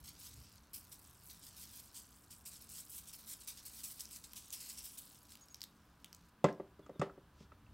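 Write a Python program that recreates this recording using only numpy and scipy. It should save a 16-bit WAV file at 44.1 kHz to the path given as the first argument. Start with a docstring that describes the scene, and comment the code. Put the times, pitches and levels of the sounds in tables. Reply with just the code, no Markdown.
"""Salting vegetables

Salt is shaken from a glass shaker over diced vegetables on a paper-lined tray, close by in a quiet kitchen.
Quick flicks and slower tilts send out grains, built from many tiny random clicks, that hiss and patter on paper.
Crisp ticks, made of short rings and noise, sound during the later shakes and after them. The shaker is put down
on the wooden table and a second thing knocks and settles: each blow is a sum of fading tones with noise.
A fan drones in filtered noise."""
import sys
import numpy as np
from scipy import signal
from scipy.fft import rfft, irfft
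from scipy.io import wavfile
from scipy.ndimage import uniform_filter1d

SR = 44100
rng = np.random.default_rng(int(sys.argv[2]) if len(sys.argv) > 2 else 0)


def dump_mix(stems):
    """Bounce the given channels to the path in sys.argv[1] as a 16-bit WAV at rate SR."""
    frames = np.atleast_2d(stems).T  # one column per channel
    limited = np.clip(frames, -1, 1)  # hard clip at full scale
    pcm = np.round(limited * 32767).astype(np.int16)
    wavfile.write(sys.argv[1], SR, pcm)


N = 340893
TIME = np.arange(N) / SR


def undb(db):
    """Turn decibels into a gain."""
    return 10 ** (np.asarray(db) / 20)


def unit(x):
    """Scale a sound to an rms of 1."""
    return x / np.sqrt(np.mean(x ** 2))


def curve(rows, axis=1):
    """Gain over time, read from a dB column of a table."""
    rows = np.array(rows)
    return undb(np.interp(TIME, rows[:, 0], rows[:, axis]))


def add(track, s, sound):
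    """Mix a sound into a track at time s."""
    i = int(s * SR)
    track[i:i + len(sound)] += sound[:N - i]


def fade(t, t60):
    """Decay that loses 60 dB in t60 seconds."""
    return np.exp(-np.log(1000) * t / t60)


def ring(x, response):
    """Let every sample of x set off the given response."""
    return signal.fftconvolve(x, response)[:len(x)]


def colour(x, points, size=4096):
    """Filter that follows (pitch [Hz], level [dB]) points and never sounds ahead of its input."""
    hz, db = np.transpose(points)
    grid = np.maximum(np.arange(size // 2 + 1) * SR / size, 1)
    wanted_db = np.interp(np.log(grid), np.log(hz), db)
    # folding the cepstrum forward gives the minimum-phase filter
    cepstrum = irfft(np.log(undb(wanted_db)))
    cepstrum[1:size // 2] *= 2
    cepstrum[size // 2 + 1:] = 0
    return ring(x, irfft(np.exp(rfft(cepstrum))))


def band_noise(hz, width):
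    """Noise limited to one band around hz, rms 1."""
    middle = np.hypot(hz, width / 2)
    edges = [middle - width / 2, middle + width / 2]
    band = signal.butter(2, edges, "band", fs=SR, output="sos")
    return unit(signal.sosfilt(band, rng.standard_normal(N)))


def walk(per_s):
    """Slow random wander with a spread near 1."""
    size = int(SR / per_s)
    steps = np.repeat(rng.standard_normal(N // size + 1), size)
    smooth = uniform_filter1d(uniform_filter1d(steps, size), size)
    return 1.29 * smooth[:N]


# tone of the room air: (pitch [Hz], relative level per Hz [dB])
AIR_COLOUR = [(20, -11.5), (35, -5.5), (65, 4.5), (95, -0.5), (135, -3.5), (200, -6), (290, -6),
              (370, -11.5), (600, -14.5), (1150, -11), (1600, -13.5), (1950, -21), (3000, -21.5),
              (7000, -31.5)]


def room_air():
    """Steady noise, shaped like the hush of the room."""
    return undb(-67.5) * unit(colour(rng.standard_normal(N), AIR_COLOUR))


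# bands of the distant fan: (pitch [Hz], width [Hz], level [dB])
FAN_BANDS = [(62.6, 13, -78.5), (170.4, 10, -78), (216.2, 9.2, -78), (288.3, 18.3, -81.5)]


def fan():
    """A distant fan: narrow bands of noise drone under one thin whine that wavers slightly."""
    drone = sum(undb(db) * band_noise(hz, width) for hz, width, db in FAN_BANDS)
    whine_hz = 990 + 4 * walk(per_s=12)
    whine = unit(np.sin(2 * np.pi * np.cumsum(whine_hz) / SR))
    return drone + undb(-84.5) * whine


# dull rumble of moving about: (time [s], level [dB])
RUMBLE = [(0, -59), (.22, -78), (.38, -56), (.52, -73), (1.2, -71.5), (6.3, -80), (7.3, -69), (7.45, -66.5),
          (7.73, -61.5)]


def rumble():
    """Moving about makes low noise that swells and sinks."""
    return curve(RUMBLE) * band_noise(80, 70)


# thin trickle between the strokes, before its trims: (time [s], fine spray [dB], patter [dB])
TRICKLE = [(0.0, -69, -72), (0.3, -62, -64), (0.65, -77, -75.5), (0.98, -66, -70), (1.21, -68, -72),
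           (1.65, -62, -64.5), (2.35, -67.5, -75.5), (2.63, -65, -70.5), (3.54, -63.5, -66),
           (3.95, -57.5, -62.5), (4.26, -68.5, -70.5), (4.7, -52.5, -56), (4.86, -53, -65.5),
           (5.12, -65, -68), (5.93, -84.5, -82.5), (6.3, -78, -75)]
WINDUP_S, WINDUP_DB = 0.05, -4.5  # the trickle thins while the hand draws back for a flick


def trickle_power(axis, trim_db):
    """Power of the thin salt stream, which falters before each flick and stops at the table's end."""
    half_s = WINDUP_S / 2
    dips = [np.exp(-((TIME - s + half_s) / half_s) ** 2) for s, *_ in THROWS]
    running = undb(WINDUP_DB * np.max(dips, axis=0)) * (TIME < TRICKLE[-1][0])
    return (running * curve(TRICKLE, axis=axis) * undb(trim_db)) ** 2


ATTACK_S, FIRST_SHARE = 0.004, 0.27  # a quick start, toward this share of the full flow
LATE_SHARE, LATE_S = 0.09, 0.077  # stragglers: share of the stroke's power, and time to fall to 37 %


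def stroke(swell_s, fall_s):
    """Power of one stroke: it swells as grains leave the cap and dies away; stragglers land late."""
    t = TIME[:SR // 2]
    start = np.minimum(t / ATTACK_S, 1)
    swell = np.minimum(FIRST_SHARE + (1 - FIRST_SHARE) * t / swell_s, 1)
    flow = start * swell * np.exp(-2 * np.maximum(t - swell_s, 0) / fall_s)
    late = np.exp(-t / LATE_S)
    return flow + LATE_SHARE * np.abs(ring(flow, late / late.sum()))


# flicks of the wrist that throw a burst of salt:
# (time [s], fine spray [dB], patter relative to spray [dB], cap ring relative to spray [dB])
THROWS = [(0.732, -46, -8, -14), (0.913, -56, -4.5, -5), (1.01, -70, -18, -6), (1.295, -56.5, -1, -14),
          (1.942, -57, -1.5, 2.5), (1.962, -57.5, -1, 3), (2.303, -56, -4, -1), (2.452, -51.5, -4.5, -0.5),
          (2.604, -56.5, -6.5, -13), (3.125, -53, -4.5, -12), (3.185, -58.5, -8.5, -8), (3.4, -60, 0, 0),
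          (3.472, -47, -3.5, -6), (3.57, -61, 3.5, -11), (3.651, -52.5, -5.5, -4), (3.833, -46.5, -6, -5),
          (4.522, -46.5, -3.5, -7), (4.596, -54, -3, -0.5), (4.772, -56.5, 3.5, 0.5),
          (4.838, -50.5, -5.5, -8)]
THROW_SWELL_S, THROW_FALL_S = 0.014, 0.026  # a throw peaks quickly and dies away
# tilts in which the salt slides, gathers and stops short:
# (time [s], length [s], fine spray [dB], patter relative to spray [dB], cap relative to spray [dB])
SLIDES = [(0.039, 0.055, -58.5, 1, -8), (0.186, 0.088, -57.5, -2, -7), (0.39, 0.19, -72, 3, -7),
          (1.222, 0.055, -61.5, -7.5, -12), (1.424, 0.059, -61.5, 0.5, -2),
          (1.56, 0.083, -55.5, -4.5, -6.5), (1.725, 0.077, -56.5, -4, -10), (2.507, 0.061, -59, -2.5, -1.5),
          (2.689, 0.12, -55.5, -3.5, 0), (2.895, 0.095, -51, -9, -8), (3.068, 0.031, -58, -2.5, 0.5),
          (3.268, 0.067, -51, -6, -3.5), (3.733, 0.072, -54.5, -5, -6), (3.879, 0.038, -54, -6, -7),
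          (3.991, 0.017, -50, -2.5, -1), (4.102, 0.066, -57, -3, 1), (4.238, 0.0047, -57.5, 2, 2.5),
          (4.356, 0.024, -53, 0, -1), (4.687, 0.016, -54.5, 2, 3), (4.973, 0.016, -49.5, -6.5, -6),
          (5.283, 0.052, -65, 0.5, -0.5)]
SLIDE_FALL_S = 0.013  # a slide stops short


def salt_flow():
    """Strength of spray, patter and cap: the powers of trickle, throws and slides add up."""
    spray = trickle_power(axis=1, trim_db=-4)
    patter = trickle_power(axis=2, trim_db=-1.5)
    cap = trickle_power(axis=1, trim_db=-9)
    strokes = [(s, stroke(THROW_SWELL_S, THROW_FALL_S), *levels) for s, *levels in THROWS]
    strokes += [(s, stroke(length, SLIDE_FALL_S), *levels) for s, length, *levels in SLIDES]
    for s, power, db, patter_db, cap_db in strokes:
        add(spray, s, power * undb(db) ** 2)
        add(patter, s, power * undb(db + patter_db) ** 2)
        add(cap, s, power * undb(db + cap_db) ** 2)
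    return np.sqrt(spray), np.sqrt(patter), np.sqrt(cap)


def grains(flow, points, per_s, spread_db, scatter, scatter_s):
    """Single grain hits, denser when more salt flows; each leaves a brief rustle as it skitters away."""
    rate = per_s * np.clip(flow / undb(-57), .12, 4)  # per_s holds at a flow of -57 dB
    sizes = undb(spread_db * np.clip(rng.standard_normal(N), -2, 2.2))
    # dividing by the root of the rate leaves the loudness to the flow
    hits = unit((rng.random(N) < rate / SR) * sizes / np.sqrt(rate))
    skitter = np.exp(-TIME[:SR // 20] / scatter_s)
    rustle_level = np.sqrt(np.abs(ring(hits ** 2, skitter / skitter.sum())))
    rustle = rustle_level * rng.standard_normal(N)
    clicks = hits * rng.choice([-1, 1], N)
    return flow * unit(colour(clicks + scatter * rustle, points))


def pings(flow, count=1100, ring_t60=.005, spread_db=1.0):
    """Coarser crystals strike one by one, each a short tone with a pitch of its own."""
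    out, t = np.zeros(N), TIME[:SR // 100]
    for when, pitch, size in rng.random((count, 3)):
        hz = 3800 * 3.8 ** pitch
        ping = np.sin(2 * np.pi * hz * t) * fade(t, ring_t60)
        add(out, when * TIME[-1], undb(-spread_db * np.log(max(size, .03))) * ping)
    return flow * unit(out)


def bounce(x, lag_s, share):
    """An echo off a near surface; its path wanders with the hand and so shifts the colour."""
    lag = lag_s * np.exp(0.33 * walk(per_s=7))
    echo = np.interp(TIME - lag, TIME, x)
    return (x + share * echo) / np.hypot(1, share)


# tones of the fine spray, the shaker's cap and the patter on paper: (pitch [Hz], relative level [dB])
SPRAY_COLOUR = [(2000, -32), (4500, -53), (6500, -20.5), (8000, 2.5), (10000, 3.5), (12500, 5),
                (15500, 2.5)]
CAP_COLOUR = [(4000, -36), (6600, -11.5), (7400, -5.5), (7950, -3), (8600, -5.5), (9800, -10), (15000, -24)]
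PATTER_COLOUR = [(500, -20.5), (1500, -16), (2400, -7), (3300, -4), (4200, -1), (5400, 1.5), (6800, -3),
                 (9000, -13.5), (13000, -22.5)]


def salt():
    """Bright spray, metal cap ringing under the grains, duller patter on paper; only spray has width."""
    spray, patter, cap = salt_flow()
    fine = undb(2.0) * grains(spray, SPRAY_COLOUR, per_s=1900, spread_db=6.5, scatter=0.81, scatter_s=0.0015)
    metal = undb(1.5) * grains(cap, CAP_COLOUR, per_s=4900, spread_db=9.0, scatter=0.6, scatter_s=0.00076)
    paper = undb(0.48) * grains(patter, PATTER_COLOUR, per_s=2400, spread_db=4.0, scatter=0.67,
                                scatter_s=0.0029)
    coarse = undb(-10) * pings(np.sqrt(spray * patter))
    side = undb(-10.0) * grains(spray, SPRAY_COLOUR, per_s=4000, spread_db=4.0, scatter=1.5, scatter_s=0.0053)
    fine = bounce(fine, lag_s=0.000398, share=0.39)
    paper = bounce(paper, lag_s=0.000489, share=0.37)
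    return fine + metal + paper + coarse, side


# crisp ticks as the shaker is handled: (time [s], peak level [dB], ring pitch [Hz])
TICKS = [(4.007, -32.5, 5500), (4.055, -34.5, 5900), (4.111, -38.5, 11900), (4.161, -35, 5500),
         (4.2401, -40, 5270), (4.334, -33.5, 11800), (4.505, -33, 7450), (5.321, -37, 4130),
         (5.3543, -33.5, 2960), (5.411, -49, 8200), (5.485, -45, 5400), (5.545, -33, 5730),
         (5.607, -39, 4800), (5.617, -29, 4800), (5.631, -34, 5330), (5.639, -30.5, 3900),
         (6.045, -34, 3230), (6.129, -36.5, 5000), (6.148, -35, 8100), (6.528, -49, 5440)]
# tone of the ring and crack: (pitch [Hz], relative level [dB])
TICK_COLOUR = [(1000, -20), (2200, -7), (3300, -3.5), (5500, 0), (8000, -3.5), (11000, -8), (15500, -16)]
SNAP_DB = -1.5  # bright snap, mixed in beside the ring
RATTLE_DB, RATTLE_S = -14.5, 0.014  # a tick is followed by a weaker one, about this much later


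def ticks(ring_t60=0.0034, crack_t60=0.015, crack=0.34, snap_t60=0.0017):
    """Tiny hard contacts: a bright snap, a noisy crack and a very short ring; each rattles once more."""
    out, t = np.zeros(N), TIME[:SR // 40]
    treble = signal.butter(2, 4000, "high", fs=SR, output="sos")
    for s, db, hz in TICKS:
        rattle_lag_s = RATTLE_S * (.5 + rng.random())
        for lag_s, drop_db in ((0, 0), (rattle_lag_s, RATTLE_DB)):
            noise = rng.standard_normal((2, len(t)))
            tone = np.sin(2 * np.pi * hz * t) * fade(t, ring_t60)
            rough = crack * noise[0] * fade(t, crack_t60)
            snap = signal.sosfilt(treble, noise[1] * fade(t, snap_t60))
            tick = colour(tone + rough, TICK_COLOUR) + undb(SNAP_DB) * snap
            add(out, s + lag_s, undb(db + drop_db) * tick / np.abs(tick).max())
    return out


# faint thin chirps: (time [s], length [s], pitch [Hz], fall over the chirp [share of pitch], level [dB])
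CHIRPS = [(5.407, 0.037, 6670, 0.02, -59), (5.497, 0.036, 6650, 0.01, -60),
          (6.819, 0.045, 3400, 0.04, -74.5), (6.926, 0.071, 3640, 0.13, -77)]
CHIRP_DROOP = 0.05  # share of the pitch lost at both ends


def chirps():
    """Short arched whistles: sine tones whose pitch bends down at both ends and sinks a little."""
    out = np.zeros(N)
    for s, length, hz, fall, db in CHIRPS:
        u = np.linspace(-1, 1, int(length * SR))
        pitch = hz * (1 - CHIRP_DROOP * u ** 4 - fall * u / 2)
        whistle = np.sin(2 * np.pi * np.cumsum(pitch) / SR)
        add(out, s, undb(db) * whistle * signal.windows.tukey(len(u), .6))
    return out


# blows on the table: (time [s], level [dB], contact hardness [Hz], deep thud relative to blow [dB],
# glass click relative to blow [dB], note of the striking thing [Hz])
KNOCKS = [(6.4421, -14.5, 1210, -8.5, -9, 570), (6.449, -27.5, 2800, -23, -10, 1064),
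          (6.486, -40.5, 4200, -12, -15, 1650), (6.5984, -35, 885, -27, -34, 375),
          (6.792, -46, 590, -25, -13, 316), (6.863, -54, 1800, -20, 2, 1260),
          (6.894, -40.5, 790, -27, -17, 543), (6.956, -49.5, 600, -28, -28, 342),
          (6.995, -39, 1500, 13.5, 5, 300), (7.015, -33, 3600, -34, -1.5, 1276),
          (7.0177, -25, 1670, -17, -25, 572), (7.097, -48.5, 900, -19, -15, 1330),
          (7.177, -48.5, 600, -6.5, -27, 398), (7.404, -52.5, 444, 3.5, 0, 218),
          (7.519, -53, 2800, -19, -21, 1290), (7.665, -66, 2500, -10, -10, 2660)]
# ringing tones of the wooden table with the tray on it: (pitch [Hz], level [dB], time to lose 60 dB [s])
TABLE_MODES = [(135.4, -27, 0.26), (167, -17, 0.14), (233.5, -17.5, 0.096), (292, -12.5, 0.074),
               (392, -12.5, 0.14), (467, -9.5, 0.044), (532, -10, 0.055), (610, -9, 0.071),
               (710, -13.5, 0.041), (930, -9, 0.031), (1100, -8, 0.028), (1168, -5.5, 0.023),
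               (1304, -17, 0.066), (1615, -20, 0.054), (1840, -22.5, .08), (1950, -19, 0.073),
               (2020, -14, 0.061), (2668, -15, 0.047), (3100, -33, .05), (3560, -16.5, 0.037)]
# tone of the glass click: (pitch [Hz], relative level [dB])
GLASS_COLOUR = [(1500, -21), (3400, -3), (4100, -7.5), (5300, -3.5), (6000, -10), (6800, -3.5), (8300, -10),
                (10500, -28), (15000, -33)]
THUD_HZ, THUD_T60_S = 149, 0.084
NOTE_DB = 4.5  # the striker's note relative to the blow


def knocks(grain_db=-11, grain_t60=0.16, click_t60=0.028, note_t60=0.027, place_db=1.5):
    """Blows ring the table; softer contacts pass less treble; thud, glass click and striker's note join."""
    out, t = np.zeros(N), TIME[:SR // 2]
    modes = np.array([(-1) ** k * undb(db) * np.sin(2 * np.pi * hz * t) * fade(t, t60)
                      for k, (hz, db, t60) in enumerate(TABLE_MODES)])
    thud = -np.sin(2 * np.pi * THUD_HZ * t) * fade(t, THUD_T60_S) * (1 - np.exp(-t / 0.0023))
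    for s, db, hard_hz, thud_db, click_db, note_hz in KNOCKS:
        noise = rng.standard_normal((2, len(t)))
        # each spot of the table favours other modes
        wood = undb(place_db * rng.standard_normal(len(modes))) @ modes
        # noise stands for the countless weak modes between the strong ones
        body = wood + undb(grain_db) * noise[0] * fade(t, grain_t60)
        softness = signal.butter(2, min(hard_hz, SR / 4), fs=SR, output="sos")
        body = signal.sosfilt(softness, body)
        click = colour(noise[1] * fade(t, click_t60) * (1 - np.exp(-t / 0.00079)), GLASS_COLOUR)
        note = np.sin(2 * np.pi * note_hz * t) * fade(t, note_t60) * (1 - np.exp(-t * note_hz * 2))
        blow = body / np.abs(body).max() + undb(thud_db) * thud
        blow = blow + undb(click_db) * click + undb(NOTE_DB) * note
        add(out, s, undb(db) * blow)
    # the table is too small to radiate deep bass
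    return signal.sosfilt(signal.butter(2, 60, "high", fs=SR, output="sos"), out)


# soft brushing as the hand withdraws: (time [s], level [dB])
BRUSH = [(7.28, -100), (7.36, -79), (7.43, -68.5), (7.49, -94), (7.66, -100), (7.73, -84)]


def brush():
    """The withdrawing hand brushes softly: a wide band of noise that comes and goes."""
    return curve(BRUSH) * band_noise(3800, 3700)


# tone of the kitchen's echo: (pitch [Hz], relative level [dB])
ROOM_COLOUR = [(80, -17.5), (200, 6.5), (500, 3), (1200, 0.5), (3000, -3.5), (8000, -7), (15000, -10.5)]


def kitchen(x, t60, build_s):
    """Blurred echo of a small room: a burst of noise that builds up, then fades."""
    t = TIME[:SR // 2]
    tail = rng.standard_normal(len(t)) * fade(t, t60) * (1 - np.exp(-(t / build_s) ** 2))
    return ring(x, colour(tail / np.linalg.norm(tail), ROOM_COLOUR))


def scene():
    """Everything sits in the centre with a little room echo; the side signal adds slight width."""
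    background = room_air() + fan() + rumble() + brush()
    sprinkle, side = salt()
    small = ticks() + chirps()
    blows = knocks()
    mid = sprinkle + small + blows + background
    mid = mid + kitchen(undb(-6) * sprinkle + undb(-5.5) * small, t60=.22, build_s=0.0026)
    mid = mid + undb(-12.5) * kitchen(blows, t60=0.28, build_s=0.0045)
    side = side + undb(-85) * rng.standard_normal(N)  # faint microphone hiss
    return np.array([mid + side, mid - side])


def record(dry):
    """The top is cut steeply above 15800 Hz."""
    return signal.sosfilt(signal.ellip(10, .2, 70, 15800, fs=SR, output="sos"), dry)


dry = scene()
out = record(dry)
dump_mix(out)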